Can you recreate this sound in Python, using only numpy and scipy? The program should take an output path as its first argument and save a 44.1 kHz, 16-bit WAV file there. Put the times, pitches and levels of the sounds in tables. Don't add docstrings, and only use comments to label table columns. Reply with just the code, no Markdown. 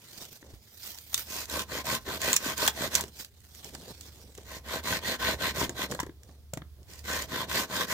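import sys
import numpy as np
from scipy import signal
from scipy.fft import rfft, irfft, next_fast_len
from scipy.io import wavfile
from scipy.ndimage import uniform_filter1d, map_coordinates

SR = 44100
rng = np.random.default_rng(int(sys.argv[2]) if len(sys.argv) > 2 else 0)


def dump(signal):
    limited = np.clip(np.atleast_2d(signal).T, -1, 1)
    pcm = np.round(limited * 32767).astype(np.int16)
    wavfile.write(sys.argv[1], SR, pcm)


def volts(x):
    e = np.asarray(x, float) / 20
    return 10 ** e


N = 349713

# start/s, length/s, blade level/dB, sawdust hiss over blade/dB
RETURN_STROKES = [
    (1.836, 0.16, -34.5, -0.5),
    (2.188, 0.19, -33.5, 0),
    (2.557, 0.16, -33.5, 2),
    (2.9, 0.13, -37, 1),
    (4.826, 0.18, -33, -2),
    (5.182, 0.18, -30.5, -5),
    (5.537, 0.14, -34.5, -1),
    (7.032, 0.24, -37.5, 0),
    (7.476, 0.19, -32, -1.5),
    (7.865, 0.2, -34, 1.5),
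]


def unit(x):
    return x / np.sqrt(np.mean(x ** 2) + 1e-20)


def along(points, hz):
    f, v = np.transpose(points)
    return np.interp(np.log(hz + 1), np.log(f + 1), v)


def curves(rows):
    s, *cols = np.transpose(rows)
    return [np.interp(np.arange(N) / SR, s, c) for c in cols]


def wobble(rate):
    return map_coordinates(rng.standard_normal(4000 * 8), [np.arange(N) * rate / SR])


def filtered(x, response):
    m = next_fast_len(N + SR // 2)
    return irfft(rfft(x, m) * response(np.fft.rfftfreq(m, 1 / SR)), m)[..., :N]


def coloured(x, spectrum):
    return filtered(x, lambda hz: volts(along(spectrum, hz)))


def ringing(x, modes):
    def response(f):
        total = 0
        for k, (centre, width, db) in enumerate(modes):
            loss = 1j * f * width
            total = total + (-1) ** k * volts(db) * loss / (centre * centre - f * f + loss)
        return total
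    return filtered(x, response)


def patchy(x, depth_db, size=(5, 9)):
    z = signal.stft(x, nperseg=512)[2]
    field = uniform_filter1d(rng.standard_normal(z.shape[1:]), size[0], axis=0)
    field = uniform_filter1d(field, size[1], axis=1)
    return signal.istft(z * volts(depth_db * unit(field)), nperseg=512)[1][:, :N]


def grit(bite_db, grain_db, bites, rate, ticks, tick_db):
    caught = (rng.random(N) < ticks / SR) * volts(tick_db * rng.random(N))
    swing = bite_db * np.tanh(bites / 2) * 2 + grain_db * wobble(rate)
    return unit(volts(swing) * (rng.standard_normal((2, N)) + caught))


def strokes(rows):
    speed, levels = np.zeros(N), np.full((3, N), -120.)
    cruise = 1
    for s, length, db, dust_db, lean, branch_db in rows:
        u = np.arange(round(length * SR)) / (length * SR)
        at = slice(round(s * SR), min(N, round(s * SR) + len(u)))
        skew = np.log(.5) / np.log(np.clip(lean, .15, .85))
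        arm = np.tanh(cruise * np.sin(np.pi * u ** skew)) / np.tanh(cruise)
        speed[at] = arm[:at.stop - at.start]
        levels[:, at] = [[db + branch_db], [db], [db + dust_db]]
    return speed, levels


def motion(pushes, pulls):
    # share of the stroke before its loudest point, branch over blade/dB
    rows = [(*row, 0.63, -4.5) for row in pushes] + [(*row, 0.5, -6) for row in pulls]
    return strokes(sorted(rows))


def background():
    # t/s, level/dB
    drone_level = [(0.0, -88), (0.06, -63), (0.4, -72), (0.55, -44), (0.64, -66), (1.5, -53), (1.57, -45),
                   (1.61, -54.5), (3.03, -52.5), (3.07, -59), (5.37, -46.5), (5.43, -58.5), (5.5, -47.5),
                   (6.32, -53.5), (7.16, -47.5), (7.46, -54), (7.51, -49), (7.93, -63)]
    # f/Hz, level/dB
    hum_spectrum = [(20, -39), (45, -4), (72, 0), (110, -5), (200, -34.5)]
    # f/Hz, density/dB per Hz
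    air_spectrum = [(59, -30.5), (100, -2), (135, -14.5), (219, -14.5), (322, -27), (415, -16.5),
                    (547, -52.5), (15000, -57.5), (16000, -55)]
    shaken_db, drift_db = 2.5, 1.5
    pitch_hz = 72 + 3.42 * wobble(9)
    line = np.sqrt(2) * np.sin(2 * np.pi * np.cumsum(pitch_hz) / SR)
    rumble = unit(coloured(rng.standard_normal((2, N)), hum_spectrum))
    return_speed = motion([], RETURN_STROKES)[0]
    level_db = curves(drone_level)[0] + shaken_db * return_speed + drift_db * wobble(4.04)
    drone = volts(level_db) * (volts(-2.0) * line * [[1], [.7]] + volts(-5.5) * rumble)
    return drone + volts(-67) * unit(coloured(rng.standard_normal((2, N)), air_spectrum))


def efforts():
    # loudest at t/s, swell/s, fade/s, rustle/dB, dull shuffle/dB
    moves = [(0.23, 0.36, 0.11, -45, -55.5), (0.327, 0.036, 0.14, -50, -67),
             (0.47, 0.18, 0.26, -59.5, -57.5), (0.7, 0.26, 0.16, -60, -77), (0.878, 0.16, 0.22, -43, -66),
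             (1.12, 0.13, 0.058, -58, -83), (1.196, 0.12, 0.063, -36.5, -60), (2.7, 1.5, 0.51, -50, -62),
             (3.04, 0.35, 0.084, -48.5, -47), (3.21, 0.081, 0.059, -41, -55), (3.36, .1, .1, -74, -68),
             (3.6, 0.3, 0.075, -51, -62), (3.66, 0.061, 0.092, -48.5, -52.5),
             (3.75, 0.12, 0.14, -53, -53.5), (3.91, 0.31, 0.04, -49, -48.5), (4.03, 0.3, 0.81, -53, -59.5),
             (4.3, 0.54, 0.08, -83, -57.5), (4.38, 0.027, 0.12, -54, -50.5), (5.7, 1.1, 0.18, -53.5, -46.5),
             (5.906, 0.026, 0.13, -44, -37.5), (6.3, 0.13, 0.18, -62, -57), (6.82, .1, 0.044, -85, -59),
             (6.9, 0.034, .5, -56.5, -58.5), (7.5, 0.53, 1.5, -57, -52)]
    fade_db = 19.5
    t, power = np.arange(0, N / SR, .002), 0
    for s, swell, fade, rustle_db, shuffle_db in moves:
        loss_db = fade_db * np.maximum((s - t) / swell, (t - s) / fade)
        scuff_db = rustle_db - 8.5 - 0.37 * (shuffle_db - rustle_db)
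        power = power + volts(np.array([[rustle_db], [shuffle_db], [scuff_db]]) - loss_db) ** 2
    return curves(np.vstack([t, np.sqrt(power)]).T)


def handling():
    # f/Hz, density/dB per Hz
    rustle_spectrum = [(710, -12), (1200, -14.5), (1490, -11), (2520, -9.5), (3300, -9.5), (6160, -6),
                       (9000, -8), (11700, -24.5), (19800, -120)]
    # f/Hz, density/dB per Hz
    shuffle_spectrum = [(65, -26.5), (110, -5.5), (176, -5.5), (307, -9.5), (481, -9.5), (1230, -24.5),
                        (1500, -54), (1950, -47), (3300, -120)]
    # f/Hz, density/dB per Hz
    scuff_spectrum = [(5290, -49), (9000, -13), (10400, -12.5), (13300, 5), (15100, 0), (16000, -9)]
    rustle_gain, shuffle_gain, scuff_gain = efforts()
    clumps = wobble(90)
    crackle = grit(2.6, 1.8, clumps, 700, ticks=70, tick_db=25)
    drag = grit(1.8, 2.2, clumps, 150, ticks=30, tick_db=20)
    rustle = rustle_gain * unit(patchy(coloured(crackle, rustle_spectrum), 2.8))
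    scuff = scuff_gain * unit(coloured(crackle, scuff_spectrum))
    shuffle = shuffle_gain * unit(patchy(coloured(drag, shuffle_spectrum), 2.2))
    return rustle + shuffle + scuff


def knocks():
    # t/s, peak level/dB, note f/Hz, rattle over note/dB, thud over note/dB
    bumps = [(0.426, -39.5, 298, -9.5, -13), (0.537, -41.5, 280, -17, 7), (2.078, -24.5, 367, -12, -20),
             (2.679, -33, 626, 15, -10), (2.999, -24, 945, -11, -23), (3.037, -27, 393, -9, -14),
             (3.75, -35, 280, -3, -24), (4.382, -31, 423, -16, -27), (5.614, -17.5, 960, -15, -14),
             (5.629, -16, 287, -16, -12.5), (5.693, -23.5, 340, -9.5, -10.5), (5.92, -28, 564, -1.5, -33),
             (5.949, -26.5, 533, -8, -18), (5.99, -27.5, 1000, -0.5, -32), (6, -21.5, 986, -6.5, -11.5),
             (6.031, -24, 303, -11.5, -29), (6.066, -30, 383, -15, -11.5), (6.093, -28.5, 317, -19, -13),
             (6.291, -43.5, 270, -10, -4.5), (6.534, -25.5, 575, -11, -5), (6.572, -25, 270, -9, -5),
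             (6.618, -34.5, 274, -5.5, -0.5)]
    # f/Hz, width/Hz, level/dB
    stub_modes = [(620, 250, -3), (1150, 300, -3), (1590, 300, 0), (1990, 350, -2), (3500, 700, -12)]
    body, rattle, t = np.zeros(N + SR), np.zeros((2, N + SR)), np.arange(SR // 5) / SR
    for s, db, hz, rattle_db, thud_db in bumps:
        thud_hz = 75 if s < 5 else 146.3
        at = slice(round(s * SR), round(s * SR) + len(t))
        note = volts(db - 60 * t / 0.025) * np.sin(2 * np.pi * hz * t)
        thud = volts(db + thud_db + 9.5 - 60 * t / 0.038) * np.sin(2 * np.pi * thud_hz * t)
        body[at] += note * (1 - np.exp(-t / 0.00092)) + thud * (1 - np.exp(-t / 0.0057))
        shake = volts(db + rattle_db - 60 * t / 0.018) * (1 - np.exp(-t / 0.0015))
        rattle[:, at] += shake * np.sign(rng.standard_normal((2, len(t))))
    return body[:N] + volts(20) * ringing(rattle[:, :N], stub_modes)


def snaps():
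    # t/s, peak level/dB, crack pitch f/Hz
    fibres = [(1.1432, -11, 3660), (1.1776, -20, 5900), (1.498, -27.5, 3870), (1.5936, -22.5, 3680),
              (1.95, -19.5, 7360), (2.2164, -20, 6860), (3.0383, -31.5, 2980), (2.3303, -10, 6900),
              (2.3396, -16.5, 7850), (2.3414, -32, 7050), (2.36, -22, 7050), (2.364, -8.5, 5600),
              (2.3671, -15, 5670), (2.5783, -23, 6700), (2.6646, -19, 6200), (2.6774, -9.5, 3340),
              (2.6831, -15.5, 3350), (2.943, -24, 6820), (2.952, -8, 6250), (2.958, -18, 5700),
              (3.0091, -19.5, 7600), (5.694, -26.5, 6740), (5.916, -29, 6100), (5.919, -33, 7040),
              (5.9478, -30.5, 4200), (6.0002, -23.5, 5530), (6.005, -27, 2960), (6.536, -25.5, 7480),
              (7.222, -25.5, 4900), (7.497, -33, 6100)]
    # t/s, peak level/dB
    flakes = [(0.181, -38), (0.252, -37), (0.3286, -43), (0.832, -35), (0.875, -35), (0.9175, -36),
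              (0.946, -37.5), (0.986, -34.5), (1.4555, -32), (1.855, -31), (3.081, -42), (3.247, -31.5),
              (3.404, -48), (3.5488, -40.5), (3.645, -31.5), (3.7494, -31), (4.0094, -32), (4.351, -39.5),
              (4.3774, -37.5), (4.5151, -44), (4.8374, -35), (5.913, -28), (6.0303, -34.5), (6.0645, -42),
              (6.233, -43), (6.83, -51), (6.935, -39), (6.573, -33.5), (5.0275, -47), (6.9917, -38)]
    # f/Hz, density/dB per Hz
    crack_spectrum = [(590, -54), (1000, -21), (1630, -13), (2680, -9), (3420, -10.5), (5020, -12),
                      (7530, 1), (9490, -12.5), (15100, -12.5), (16000, -18)]
    tick_hz, tick_spread, splinter_t60 = 5900, 0.15, 0.044
    bursts, pitched, t = np.zeros((2, N + SR)), np.zeros((2, N + SR)), np.arange(SR // 10) / SR
    pitched_flakes = [(s, db, tick_hz * np.exp(tick_spread * rng.standard_normal())) for s, db in flakes]
    for s, db, hz in fibres + pitched_flakes:
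        spike, splinter = 1.8 * volts(-60 * t / .006), volts(-9 - 60 * t / splinter_t60)
        shape = (spike + splinter) * (1 - np.exp(-t / .0005))
        at = slice(round(s * SR), round(s * SR) + len(t))
        bursts[:, at] += volts(db) * shape * np.sign(rng.standard_normal((2, len(t))))
        ring = np.sin(2 * np.pi * hz * t + rng.uniform(0, 2 * np.pi, (2, 1)))
        pitched[:, at] += volts(db - 60 * t / 0.057) * shape * ring
    return volts(8) * coloured(bursts[:, :N], crack_spectrum) + volts(-4.5) * pitched[:, :N]


def saw():
    # start/s, length/s, blade level/dB, sawdust hiss over blade/dB
    cutting_strokes = [(1.232, 0.23, -44, 7), (1.457, 0.19, -39, 2.5), (1.662, 0.17, -37.5, -2.5),
                       (2.033, 0.16, -37, -3), (2.372, 0.18, -37, 0.7), (2.733, 0.16, -35, -1.5),
                       (4.427, 0.18, -48.5, 1), (4.625, 0.19, -38, -3.5), (4.993, 0.18, -34, -3.5),
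                       (5.367, 0.16, -32.5, -4), (5.735, 0.14, -37, -2.5), (6.85, 0.17, -59, 5),
                       (7.261, 0.2, -35, -4.5), (7.664, 0.2, -33, -2.5)]
    # f/Hz, width/Hz, level/dB
    branch_modes = [(140, 125, -4), (280, 157, -1), (487, 240, -1.5), (646, 130, -0.5), (868, 280, -12.5)]
    # f/Hz, width/Hz, level/dB
    blade_modes = [(1037.4, 110, 1), (1537, 73, 2), (1885, 237, -1), (2390, 620, -6), (3200, 790, -6.5),
                   (4290, 730, -7.5)]
    # f/Hz, density/dB per Hz
    dust_spectrum = [(1470, -87), (2500, 7), (3380, -5), (5390, 4.5), (7130, 6.5), (11400, -4.5),
                     (13300, 2.5), (15200, 1), (16000, -32.5)]
    speed, levels = motion(cutting_strokes, RETURN_STROKES)
    bites, pressure = wobble(230), 0.47 * wobble(35)
    branch_grit = grit(3.4, 3.9, bites, 500, ticks=300, tick_db=7.5)
    blade_grit = grit(1.2, 1.9, bites, 1300, ticks=430, tick_db=22.5)
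    dust_grit = grit(2.2, 1.03, bites, 1300, ticks=600, tick_db=15.5)
    branch = unit(patchy(ringing(branch_grit, branch_modes), 0.74)) * speed ** 0.97
    blade = unit(patchy(ringing(blade_grit, blade_modes), 2.45)) * speed ** 1.27
    dust = unit(patchy(coloured(dust_grit, dust_spectrum), 1.8)) * speed ** 1.14
    gains = volts(levels + pressure + [[.7], [.8], [.9]])
    return (gains[:, None] * [branch, blade, dust]).sum(axis=0)


def yard(x):
    # f/Hz, t60/s
    decay = [(200, 0.28), (2000, 0.15), (10000, 0.07)]
    hz, t, z = signal.stft(rng.standard_normal((2, SR // 3)), SR, nperseg=256)
    fading = volts(-60 * t / along(decay, hz)[:, None])
    tail = signal.istft(z * fading, SR, nperseg=256)[1]
    late = np.pad(x, ((0, 0), (300, 0)))
    return signal.fftconvolve(late, tail / np.linalg.norm(tail[0]), axes=1)[:, :N]


def ports(pair):
    # f/Hz, correlation
    likeness = [(40, 0.62), (130, 1), (300, 0.9), (700, 0.83), (1400, 0.66), (2800, 0.22), (5000, 0.33),
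                (9000, 0.12), (15000, 0.047)]
    # f/Hz, left minus right/dB
    tilt = [(60, -4.5), (110, -4.5), (200, 1.5), (380, -2), (700, -1.5), (1290, 3), (2380, 1.5), (4400, -8),
            (8120, -3), (15000, -6)]
    # f/Hz, left lead/rad
    lead = [(500, 0), (1210, -.2), (1800, -.8), (2760, -3), (4130, -2.5), (4910, -.9), (7750, .2)]

    def blend(hz):
        angle = np.arccos(np.clip(along(likeness, hz), -1, 1)) / 2
        return np.array([np.cos(angle), np.sin(angle)])

    def offset(hz):
        half = volts(along(tilt, hz) / 2) * np.exp(.5j * along(lead, hz))
        return np.array([half, 1 / half])

    mid, side = filtered(pair, blend)
    return filtered(np.array([mid + side, mid - side]), offset)


def scene():
    work = saw() + snaps() + knocks()
    return ports(work + volts(-14.5) * yard(work) + handling() + background())


def band_limit(x):
    return signal.sosfilt(signal.butter(12, 16980, fs=SR, output="sos"), x)


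def record(dry):
    # f/Hz, level/dB
    capsule = [(20, 1), (2200, 0.5), (2750, -0.5), (3300, 3), (8500, -3.5), (10800, -1), (12500, -1),
               (15800, 1), (16250, -15), (16400, -51.5), (20000, -60)]
    return band_limit(coloured(dry, capsule))


dry = scene()
out = record(dry)
dump(out)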